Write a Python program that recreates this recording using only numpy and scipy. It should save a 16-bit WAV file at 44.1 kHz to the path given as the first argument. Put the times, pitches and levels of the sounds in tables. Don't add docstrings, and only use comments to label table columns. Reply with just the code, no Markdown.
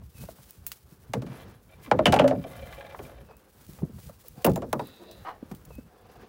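import sys
import numpy as np
from scipy import signal
from scipy.fft import rfft, irfft
from scipy.io import wavfile

SR = 44100
rng = np.random.default_rng(int(sys.argv[2]) if len(sys.argv) > 2 else 0)


def int16_out(signal):
    q = np.round(np.clip(np.atleast_2d(signal).T, -1, 1) * 32767)
    wavfile.write(sys.argv[1], SR, q.astype(np.int16))


N = 277328
TIME = np.arange(N) / SR
ALL_HZ = np.arange(N // 2 + 1) * SR / N
SIZE = 32768
AGE, FREQ = np.arange(SIZE) / SR, np.arange(SIZE // 2 + 1) * SR / SIZE


def from_db(db):
    return 10 ** (np.asarray(db) / 20)


def rms_one(x):
    return x / np.sqrt(np.mean(x ** 2) + 1e-20)


def at_hz(points, hz):
    known_hz, values = np.transpose(points)
    return np.interp(np.log(np.maximum(hz, 1)), np.log(known_hz), values)


def add(out, sound, s):
    start = int(round(s * SR))
    skip, start = max(-start, 0), max(start, 0)
    part = sound[skip:skip + N - start]
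    out[start:start + len(part)] += part


def fade(t60):
    return np.exp(-np.log(1000) * AGE / t60)


def drift(rate):
    knots = rng.uniform(-1, 1, 8192)
    return rms_one(np.interp(TIME * rate, np.arange(len(knots)), knots))


def swells(rows):
    return sum(from_db(db) * 0.5 ** ((2 * (TIME - s) / length) ** 2) for s, length, db in rows)


def stroke(start, length, attack_s, release_s, sag_db):
    age = TIME - start
    attack = np.clip(age / attack_s, 0, 1)
    sag = from_db(-sag_db * np.clip(age / length, 0, 1))
    release = np.exp(-np.maximum(age - length, 0) / release_s)
    return attack * sag * release


def resonance(freq, hz, width):
    return 1j * freq * width / (hz ** 2 - freq ** 2 + 1j * freq * width)


def coloured(x, spectrum):
    return rms_one(irfft(rfft(x) * from_db(at_hz(spectrum, ALL_HZ)), N))


def grains(per_s, spread_db):
    sizes = from_db(spread_db * np.minimum(rng.exponential(1, N), 4))
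    signs = rng.choice([-1, 1], N)
    happens = rng.random(N) < per_s / SR
    return rms_one(sizes * signs * happens)


def slip_train(per_s, jitter, spread_db):
    cycles = np.cumsum(per_s * (1 + jitter * drift(300))) / SR
    clicks = np.diff(np.floor(cycles), prepend=0)
    return rms_one(clicks * from_db(spread_db * rng.standard_normal(N)))


def body(slips, modes, wander_db=2.4, wander_per_s=16):
    out = 0
    for hz, width, db in modes:
        narrow = signal.iirpeak(hz, hz / width, fs=SR)
        broad = signal.iirpeak(hz, 2, fs=SR)
        ringing = signal.lfilter(*broad, signal.lfilter(*narrow, slips))
        out = out + from_db(db + wander_db * drift(wander_per_s)) * ringing
    return rms_one(out)


def friction(modes, per_s, spread_db):
    return body(grains(per_s, spread_db), modes)


def gliding(slips, hz, width):
    turn = np.exp(2j * np.pi * np.cumsum(hz) / SR)
    r = np.exp(-np.pi * width / SR)
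    ringing = signal.lfilter([1], [1, -2 * r, r * r], slips * turn.conj())
    return rms_one((turn * ringing).real)


# start in seconds, level in dB added to the note.
BIRD_CALLS = [(0.136, -66.5), (3.262, -72), (5.693, -66.5)]
# time from its start in seconds, pitch in Hz, relative level in dB.
BIRD_NOTE = [(0, 2800, -17), (.018, 2640, 3.5), (.045, 2540, 5.5), (.08, 2560, 7), (.112, 2620, -3),
             (.18, 2620, -16)]


def bird():
    out, (s, hz, db) = np.zeros(N), np.transpose(BIRD_NOTE)
    whistle = np.sin(2 * np.pi * np.cumsum(np.interp(AGE, s, hz)) / SR)
    note = from_db(np.interp(AGE, s, db, right=-120)) * whistle
    for start, level_db in BIRD_CALLS:
        add(out, from_db(level_db) * note, start)
    return out


# time in seconds, level in dB before a common trim.
WASH_AND_HISS_LEVEL = [(0, -65.5), (1.1, -66), (1.35, -48.5), (1.65, -66.5), (1.9, -55), (3.15, -59),
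                       (3.45, -65), (4.3, -66), (5.03, -57), (5.93, -64), (6.06, -57), (6.29, -55.5)]
# frequency in Hz, relative level in dB.
WASH_AND_HISS_COLOUR = [(120, -29), (200, 1), (244, -1), (490, 0.5), (652, -8), (741, -6.5), (1620, -11),
                        (2010, -17), (6000, -27.5), (7800, -40), (13200, -120)]


def wash_and_hiss(trim_db=0.5, flutter_db=2.5):
    level = from_db(np.interp(TIME, *np.transpose(WASH_AND_HISS_LEVEL)))
    flutter = from_db(trim_db + flutter_db * drift(25))
    return level * flutter * coloured(rng.standard_normal(N), WASH_AND_HISS_COLOUR)


# middle in seconds, length in seconds, level in dB before a common trim.
RIPPLES = [(0.01, 0.054, -45.5), (0.24, 0.084, -42), (0.61, 0.077, -51.5), (1.3, 0.4, -50.5),
           (2.5, 0.92, -46), (3.12, 0.26, -55), (3.92, 0.34, -45), (4.7, 0.28, -52.5), (5.52, 0.24, -48.5),
           (5.78, 0.18, -51)]
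# frequency in Hz, relative level in dB.
RUMBLE_COLOUR = [(15, -37), (25, -42.5), (50, 7.5), (75, 6), (188, -1), (257, -12), (365, -24), (500, -24),
                 (650, -52.5), (1100, -120)]


def rumble(calm_db=-59.5, trim_db=-1.0, lumps_db=4.5):
    rocking = np.hypot(from_db(calm_db), swells(RIPPLES))
    lumps = from_db(trim_db + lumps_db * drift(22))
    return rocking * lumps * coloured(rng.standard_normal(N), RUMBLE_COLOUR)


# middle in seconds, length in seconds, level in dB.
RUSTLES = [(0.23, 0.15, -54), (0.47, 0.25, -59), (0.72, 0.089, -57), (0.93, 0.17, -67), (1.38, 0.11, -62.5),
           (1.85, 0.06, -59), (2.62, 0.39, -61), (3.04, 0.13, -59.5), (3.68, 0.3, -61), (4.03, 0.15, -57),
           (4.31, 0.27, -61), (4.85, 0.35, -64), (5.16, 0.2, -69), (5.6, 0.19, -66.5), (5.79, 0.11, -64.5)]
# frequency in Hz, relative level in dB.
RUSTLE_COLOUR = [(1500, -9), (2500, -9.5), (4500, -8.5), (7500, -9), (11000, -7.5), (14000, -7),
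                 (15500, -10), (16500, -22)]


def rustle(calm_db=-70.5, flutter_db=2.5):
    moving = np.hypot(from_db(calm_db), swells(RUSTLES))
    flutter = from_db(flutter_db * drift(60))
    return moving * flutter * coloured(grains(per_s=10000, spread_db=3.5), RUSTLE_COLOUR)


# start in seconds, level
# in # dB before a trim, middle of the sagging pitch in Hz, cycles of that pitch to the peak, splash in dB #
LAPS_AND_LIGHT_KNOCKS = [(0.016, -46, 102.6, 3.3, -47.5), (0.147, -43, 99, 0.86, -66),
                         (0.223, -39, 160, 1.2, -63), (0.237, -43.5, 420, 1, -43),
                         (0.386, -49, 153, 1.4, -48), (0.569, -49.5, 120, 4.8, -74),
                         (0.92, -43.5, 165, 1.14, -58), (1.092, -38.5, 148, 2, -72),
                         (1.871, -40, 318, 4.7, -35.5), (2.947, -32.5, 760, 1.3, -34),
                         (2.9988, -36, 358, 1.2, -47), (3.288, -49.5, 603, 8.7, -45),
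                         (3.309, -50, 710, 2.3, -41), (3.335, -58, 816, 1.9, -53),
                         (3.688, -38, 174, 1.2, -61.5), (3.787, -50.5, 1060, 2.3, -37),
                         (3.819, -35.5, 384, 1.4, -55), (3.8286, -19, 175, 1.2, -62),
                         (3.848, -38.5, 278, 1.2, -66), (3.894, -39, 232, 1.5, -70),
                         (3.983, -46.5, 198, 1.7, -42.5), (3.987, -59, 1130, 1.6, -45),
                         (4.092, -40.5, 584, 3.1, -51.5), (4.24, -55, 624, 8.5, -51),
                         (4.376, -38, 154, 0.94, -69), (5.426, -31, 238, 0.88, -59),
                         (5.514, -31.5, 201, 1.37, -33.5), (5.538, -33.5, 157, 0.61, -53),
                         (5.704, -42, 455, 1.9, -46), (5.782, -34.5, 262, 1.65, -58)]


def laps_and_light_knocks(sag=0.32, sag_s=0.01, body_db=0.5, overtone_db=-9, splash_db=-7.0,
                         splash_t60=0.066, smack_db=-23, hull_db=-17, hull_t60=0.16):
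    out = np.zeros(N)
    for s, db, hz, swell_cycles, wet_db in LAPS_AND_LIGHT_KNOCKS:
        phase = 2 * np.pi * np.cumsum(hz * (1 + sag * (2 * np.exp(-AGE / sag_s) - 1))) / SR
        rise = AGE * hz / swell_cycles
        swell = rise ** 2 * np.exp(2 * (1 - rise))
        slap = swell * np.sin(phase) + from_db(overtone_db) * swell ** 2 * np.sin(2 * phase)
        noise = rfft(rng.standard_normal(SIZE))
        splash_gain = from_db(min(wet_db + splash_db, db + 5.0))
        splash = splash_gain * rms_one(irfft(noise * resonance(FREQ, 696, 580) ** 2))
        smack = from_db(db + smack_db) * rms_one(irfft(noise * resonance(FREQ, 560, 170) ** 2))
        after = rms_one(irfft(noise * resonance(FREQ, hz, hz) ** 2)) * fade(hull_t60) * np.minimum(rise, 1)
        tone = from_db(db + body_db) * (slap + from_db(hull_db) * after)
        add(out, tone + (splash + smack) * fade(splash_t60), s)
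    return out


# middle in seconds, length in seconds, level in dB.
SHUFFLES = [(3.31, 0.022, -61), (4.41, 0.06, -50), (6.18, 0.34, -55.5)]
# frequency in Hz, width in Hz, relative level in dB.
SHUFFLE_MODES = [(484, 110, 0), (726, 59, -0.5), (1015, 84, -5), (1580, 170, -15.5), (2480, 700, -22),
                 (3370, 150, -21), (4770, 400, -23)]


def shuffle(flutter_db=4.5):
    flutter = from_db(flutter_db * drift(50))
    return swells(SHUFFLES) * flutter * friction(SHUFFLE_MODES, per_s=1500, spread_db=-1.0)


# frequency in Hz, width in Hz, relative level in dB.
SCUFF_MODES = [(555, 76, 4), (768, 55, 9), (1040, 44, 8), (1456, 39, 5.5), (1810, 72, 1), (2073, 30, -8),
               (2910, 66, -4), (4100, 90, -15), (4870, 80, -20)]
SCUFF_S, SCUFF_LENGTH_S = 5.247, 0.052
SCUFF_DB, SCUFF_SAG_DB = -40, -2.5
SCUFF_ATTACK_S, SCUFF_RELEASE_S = 0.0099, 0.033
SCUFF_HZ, SCUFF_SLIPS_PER_S = 1325, 390
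SCUFF_SINK_OCTAVES_PER_S = 8.7


def scuff(width_hz=480, grit_db=-7, grit_fade_db_per_s=60):
    age = np.clip(TIME - SCUFF_S, 0, 2 * SCUFF_LENGTH_S)
    speed = 2 ** (-SCUFF_SINK_OCTAVES_PER_S * age)
    judder = slip_train(SCUFF_SLIPS_PER_S * speed, jitter=.08, spread_db=4.0)
    slips = judder + from_db(grit_db) * grains(per_s=1500, spread_db=3.0)
    sinking = gliding(slips, SCUFF_HZ * speed, width_hz)
    under = from_db(-grit_fade_db_per_s * age) * body(slips, SCUFF_MODES)
    shape = stroke(SCUFF_S, SCUFF_LENGTH_S, SCUFF_ATTACK_S, SCUFF_RELEASE_S, SCUFF_SAG_DB)
    return from_db(SCUFF_DB) * shape * (sinking + under)


# start in seconds, level in dB before a
# common trim, middle against top in dB, decay t60 in seconds.
TICKS = [(0.508, -31.5, -36, 0.0092), (0.666, -21, -14.5, 0.076), (0.7177, -25.5, 8, 0.06),
         (3.368, -42.5, -15.5, .025), (3.666, -40, -2, 0.015), (3.734, -41, 5, 0.018),
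         (4.2832, -32.5, -23, 0.018), (4.42, -41, 10, 0.084), (4.447, -13.5, -8, 0.054),
         (4.451, -14, -17, .025), (4.465, -20, -6, 0.046), (4.496, -36, 19, 0.088),
         (4.517, -38.5, 15, 0.043), (4.535, -41, 10, 0.086), (4.559, -28.5, 9, 0.024),
         (4.576, -40, -2, 0.033), (4.7289, -21.5, 22, 0.031), (4.8712, -39.5, -17, 0.027),
         (5.113, -41, 26, 0.051), (5.515, -41, 14, 0.057), (5.5492, -40.5, 11, 0.039),
         (5.652, -38.5, -4.5, 0.041), (5.753, -44.5, -17, 0.026)]


def ticks(trim_db=-11, top_hz=13500, top_width_hz=7500, snap_db=5, snap_t60=0.0043):
    out = np.zeros(N)
    for s, db, middle_db, t60 in TICKS:
        colour = resonance(FREQ, top_hz, top_width_hz) + from_db(middle_db) * resonance(FREQ, 3900, 12000)
        crack = rms_one(irfft(rfft(rng.standard_normal(SIZE)) * colour))
        add(out, from_db(db + trim_db) * crack * (fade(t60) + from_db(snap_db) * fade(snap_t60)), s)
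    return out


# strike in seconds, level in dB added to the ring.
HOOK_STRIKES = [(4.446, -37), (4.56, -39)]
# frequency in Hz, relative level in dB, decay t60 in seconds.
HOOK_MODES = [(7110, -4, 0.062), (7170, -7, 0.068), (10900, -9, 0.067), (13750, -10, 0.041)]


def hook():
    out = np.zeros(N)
    ring = sum(from_db(db) * fade(t60) * np.sin(2 * np.pi * hz * AGE) for hz, db, t60 in HOOK_MODES)
    for s, db in HOOK_STRIKES:
        add(out, from_db(db) * ring, s)
    return out


# time in seconds, pitch in Hz before wavering, level in dB.
SQUEAL = [(4.794, 3670, -37), (4.809, 3860, -64), (4.86, 3900, -56), (4.956, 3840, -56.5),
          (5.036, 3870, -61), (5.115, 3940, -52.5), (5.18, 3920, -60), (5.245, 3960, -62)]
# ratio to its pitch, width in Hz, relative level in dB.
SQUEAL_MODES = [(.69, 190, -11), (1, 337, -3.5), (1.265, 280, -18)]
# frequency in Hz, width in Hz, relative level in dB.
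SQUEAK_MODES = [(1430, 140, -3), (1820, 160, 5), (3520, 160, 3), (4560, 330, -2), (5720, 170, -20),
                (6450, 300, -10), (7800, 200, -18)]
# middle in seconds, length in seconds, level in dB.
GROANS = [(5.02, 0.035, -46), (5.095, 0.076, -47.5), (5.17, 0.033, -52.5)]
# frequency in Hz, width in Hz, relative level in dB.
GROAN_MODES = [(216, 37, -5), (350, 14, 4), (440, 28, -2), (564, 26, -1), (632, 29, -7), (940, 44, -13)]
RUB_S, RUB_LENGTH_S, RUB_SAG_DB = 4.793, 0.45, 3
RUB_ATTACK_S, RUB_RELEASE_S = 0.003, 0.041
SQUEAK_DB, SQUEAL_SLIPS_PER_S = -63.5, 230


def rub(flutter_db=1.0, waver=0.008):
    drag = stroke(RUB_S, RUB_LENGTH_S, RUB_ATTACK_S, RUB_RELEASE_S, RUB_SAG_DB)
    s, hz, db = np.transpose(SQUEAL)
    pitch = np.interp(TIME, s, hz) * (1 + waver * drift(43))
    slips = slip_train(SQUEAL_SLIPS_PER_S, jitter=0.33, spread_db=2.0)
    squeal = sum(from_db(mode_db) * gliding(slips, ratio * pitch, width)
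                 for ratio, width, mode_db in SQUEAL_MODES)
    squeal = from_db(np.interp(TIME, s, db)) * squeal
    squeak = from_db(SQUEAK_DB) * friction(SQUEAK_MODES, per_s=700, spread_db=0.0)
    groan = swells(GROANS) * friction(GROAN_MODES, per_s=2300, spread_db=1.0)
    return (drag * (squeak + squeal) + groan) * from_db(flutter_db * drift(80))


# start in seconds, length in seconds, boom of the hull in dB,
# scrape of the wood in dB.
SLIDES = [(1.256, 0.12, -73, -54.5), (1.367, 0.073, -50, -52), (1.48, 0.087, -57, -59.5),
          (1.682, 0.06, -53, -53.5), (1.807, 0.07, -65, -50), (2.014, 0.049, -45, -47),
          (2.275, 0.2, -50.5, -54.5), (2.456, 0.484, -44.5, -53.5), (2.963, 0.26, -52.5, -60.5)]
# start in seconds, level in dB, decay t60 in seconds.
CATCHES = [(2.44, -41, 0.036), (2.476, -54, .04), (2.515, -59, 0.055), (2.549, -59, 0.045),
           (2.566, -54, 0.069), (2.613, -57, 0.092), (2.67, -47, .04), (2.688, -48, .11),
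           (2.726, -43, 0.11), (2.7693, -43.5, 0.036), (2.809, -43, 0.067), (2.866, -45.5, 0.041),
           (2.909, -50, 0.07), (2.99, -44.5, .06), (3.05, -52.5, 0.11), (3.159, -62, .03)]
# frequency in Hz, width in Hz, relative level in dB.
BOOM_MODES = [(557, 45, 0), (641, 37, -1.5), (690, 33, -6), (824, 16.7, -6), (990, 63, -20.5)]
# frequency in Hz, width in Hz, relative level in dB.
SCRAPE_MODES = [(1136, 160, 0), (1390, 80, -1.5), (1680, 140, 0), (2044, 69, 1.5), (2335, 80, 2.5),
                (2600, 74, -6.5), (3080, 98, -4.5), (3300, 55, -6), (3650, 49, -5), (3950, 50, -9.5),
                (4900, 330, -17.5)]
# frequency in Hz, width in Hz, relative level in dB.
RASP_MODES = [(10200, 650, -1), (11240, 900, -0.5)]
SLIDE_ATTACK_S, SLIDE_RELEASE_S, SLIDE_SAG_DB = 0.051, 0.015, 5


def slide(stutter_db=1.5, rasp_db=-13.0, rasp_flicker_db=3.5):
    boom, scrape, bursts = np.zeros(N), np.zeros(N), np.zeros(N)
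    for s, length, boom_db, scrape_db in SLIDES:
        shape = stroke(s, length, SLIDE_ATTACK_S, SLIDE_RELEASE_S, SLIDE_SAG_DB)
        boom += shape * from_db(boom_db)
        scrape += shape * from_db(scrape_db)
    for s, db, t60 in CATCHES:
        add(bursts, from_db(db) * fade(t60), s)
    slips = grains(per_s=400, spread_db=3.0) * from_db(stutter_db * drift(70))
    rasp_gain = from_db(rasp_db + rasp_flicker_db * drift(33))
    rasp = rasp_gain * friction(RASP_MODES, per_s=1000, spread_db=4.0)
    sliding = boom * body(slips, BOOM_MODES) + scrape * (body(slips, SCRAPE_MODES) + rasp)
    return sliding + bursts * friction(SCRAPE_MODES, per_s=1500, spread_db=-1.0)


THUD_ORDER, CRACK_CORNER_HZ = 2.14, 1440


def contact(thud_db, corner_hz, crack_db):
    thud = from_db(thud_db) ** 2 / (1 + (FREQ / corner_hz) ** (2 * THUD_ORDER))
    crack = from_db(crack_db) ** 2 / (1 + (FREQ / CRACK_CORNER_HZ) ** 2)
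    return np.sqrt(thud + crack)


# frequency in Hz, relative height in dB, decay t60 in seconds.
PADDLE_MODES = [(133, 17, .5), (264, 24, .4), (431, 10, .3), (571, 17, .3), (703, 17, .3), (845, 21, .26),
                (975, 9, .18), (1394, 14, .17), (1796, 15, .24), (2343, 17, .2), (2658, 20, .1),
                (2940, 22, .1), (3298, 19, .1), (4530, 14, .12), (5020, 12, .09), (6330, 15, .12)]


def hull_response(reflections_db, ring_db, bands, crunch_db=11.5, crunch_t60=0.036, crunch_hz=1700,
                  mode_spread_db=6.5):
    crunch = rfft(rng.standard_normal(SIZE) * fade(crunch_t60))
    crunch *= from_db(crunch_db) / np.sqrt(np.mean(abs(crunch) ** 2))
    crunch *= FREQ ** 2 / (FREQ ** 2 + crunch_hz ** 2)
    strengths = from_db(ring_db + mode_spread_db * rng.standard_normal(len(PADDLE_MODES)))
    ring = sum(strength * from_db(db) * resonance(FREQ, hz, np.log(1000) / np.pi / t60)
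               for strength, (hz, db, t60) in zip(strengths, PADDLE_MODES))
    echoes, out = rng.standard_normal(SIZE), 0
    for band, envelope, echo_db in bands:
        tail = rfft(echoes * envelope)
        tail /= np.sqrt(np.average(abs(tail) ** 2, weights=band))
        wave = 1 + crunch + from_db(reflections_db + echo_db) * tail + from_db(echo_db / 2) * ring
        out = out + band / np.sqrt(np.average(abs(wave) ** 2, weights=band)) * wave
    return out


# band centre in Hz, decay t60 in seconds, strength in
# dB added to the blow's own reflections, build-up in seconds.
HULL_ECHOES = [(50.5, 0.15, 10.5, 0.036), (133, 0.23, 13.5, 0.018), (334.5, 0.17, 11, 0.016),
               (680, 0.067, -2, 0.031), (1410, 0.098, 10.5, 0.00074), (2850, 0.098, -7.5, .003),
               (6500, 0.12, 5, 0.0025), (14000, 0.14, -4, .002)]


def echo_bands():
    centres, bands = [row[0] for row in HULL_ECHOES], []
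    for own, (hz, t60, echo_db, build_s) in zip(np.eye(len(centres)), HULL_ECHOES):
        weight = at_hz(list(zip(centres, own)), FREQ)
        bands.append((weight, (1 - np.exp(-AGE / build_s)) * fade(t60), echo_db))
    return bands


KNOCKS_AND_SHARP_SLAP = [(0.2855, -6, 1070, -21, 660, 4, -14, -42),
                         (1.135, 18.5, 183, 11, 830, -1, -4.5, -31),
                         (1.146, 3.5, 520, -15, 460, 11, 3, -30), (1.166, 19, 188, -25, 127, 7, -27, -24.5),
                         (1.2195, 11, 287, -5, 225, 3.5, 2.5, -13.5), (1.264, 6, 238, -8, 133, 4, 11, -14),
                         (1.9131, 24, 1440, -16, 816, 6.5, -8, -38),
                         (1.99, 20.5, 1030, -22.5, 622, 6, -7.5, -45),
                         (2.0561, 22.5, 2130, 18, 3040, 11, -1.5, -11),
                         (2.066, 15.5, 2000, 15, 3050, 11, 1, -8),
                         (2.075, 32, 207, -21.5, 66.6, 5, -11.5, -40),
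                         (2.123, 0, 2220, 18.5, 3210, -0.5, 5.5, -3),
                         (2.131, 19, 1410, -5.5, 793, 14, -6, -24),
                         (2.14, 8.5, 2020, 12.5, 2700, 8.5, -3, -14.5),
                         (2.1625, 16, 1520, 6, 864, 7, -4, -5), (2.189, 17.5, 1600, 1, 2970, 14.5, 10, -19),
                         (2.1947, 8, 2200, 7.5, 3130, 13, -9, -12.5),
                         (2.1957, 24, 1050, -14, 613, 5, -10, -30),
                         (2.2168, 19, 800, -27, 262, 7.5, -10, -5.5),
                         (2.241, 16.5, 880, -4, 550, 14.5, -1, -7),
                         (2.256, 10, 750, -26.5, 680, 10, -15, -23), (2.277, 10, 400, 11, 274, -7, 2, -5.5),
                         (2.309, 16, 930, -26, 640, 7, -1, -21), (2.351, 17, 267, -25, 198, 3, -3, -15),
                         (2.377, 15.5, 148, -35, 131, -8, -16, -17),
                         (2.441, 2.5, 587, -29, 690, 5, 10, -24), (2.9904, -1.5, 1400, -24, 405, 7, 2, -22),
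                         (4.445, 29, 436, 12.5, 2700, 10.5, -1, -43),
                         (4.461, 23.5, 810, -5, 830, -3, 14, -15), (4.5, 23.5, 170, -23, 156, 1, -12, -40),
                         (4.559, 7, 900, -4, 790, 3.5, 6, -35), (4.574, 11.5, 494, -32, 500, -4, -14, -37),
                         (4.6195, 10, 700, -7, 510, -4, 7, -29), (4.729, 16.5, 1080, -1, 1090, 6, -7, -32),
                         (4.793, 8.5, 1070, -5, 920, 7, 1, -32)]
# frequency in Hz, gain in dB.
HULL_COLOUR = [(25, -24.5), (60, -10), (130, 3.5), (400, 2.5), (580, 7.5), (820, 1.5), (1050, -0.5),
               (1650, -3.5), (2100, -3), (3000, -4.5), (4000, -5.5), (8000, -6.5), (11500, -6),
               (13500, -11), (15500, -13)]
PANEL_Q = 7.1
TRAVEL_MS = 2.8
LEAD = 512


def knocks_and_sharp_slap(dispersion=1.05, slowest_hz=40):
    out, bands = np.zeros(N), echo_bands()
    delay = TRAVEL_MS / 1000 * (1000 / (FREQ + slowest_hz)) ** dispersion
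    phase = 2 * np.pi * np.cumsum(delay + LEAD / SR) * SR / SIZE
    travel = np.exp(-1j * phase) * from_db(at_hz(HULL_COLOUR, FREQ))
    for s, thud_db, corner_hz, crack_db, panel_hz, panel_db, reflections_db, ring_db in KNOCKS_AND_SHARP_SLAP:
        panel = 1 + from_db(panel_db) * resonance(FREQ, panel_hz, panel_hz / PANEL_Q)
        blow = contact(thud_db, corner_hz, crack_db) * panel
        heard = irfft(blow * travel * hull_response(reflections_db, ring_db, bands))
        add(out, heard, s - LEAD / SR)
    return out


def scene():
    soft = bird() + wash_and_hiss() + rumble() + rustle() + laps_and_light_knocks()
    bank = shuffle() + scuff()
    canoe = ticks() + hook() + rub() + slide() + knocks_and_sharp_slap()
    return (soft + bank + canoe)[None]


CUTOFF_HZ = 16100


def record(dry, top=0.53, port_hz=15600, port_q=35, port_db=6):
    port_ring = signal.lfilter(*signal.iirpeak(port_hz, port_q, fs=SR), dry)
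    coloured_by_port = dry + from_db(port_db) * port_ring
    rounded = top * np.tanh(coloured_by_port / top)
    return signal.sosfilt(signal.ellip(10, .1, 80, CUTOFF_HZ, fs=SR, output="sos"), rounded)


dry = scene()
out = record(dry)
int16_out(out)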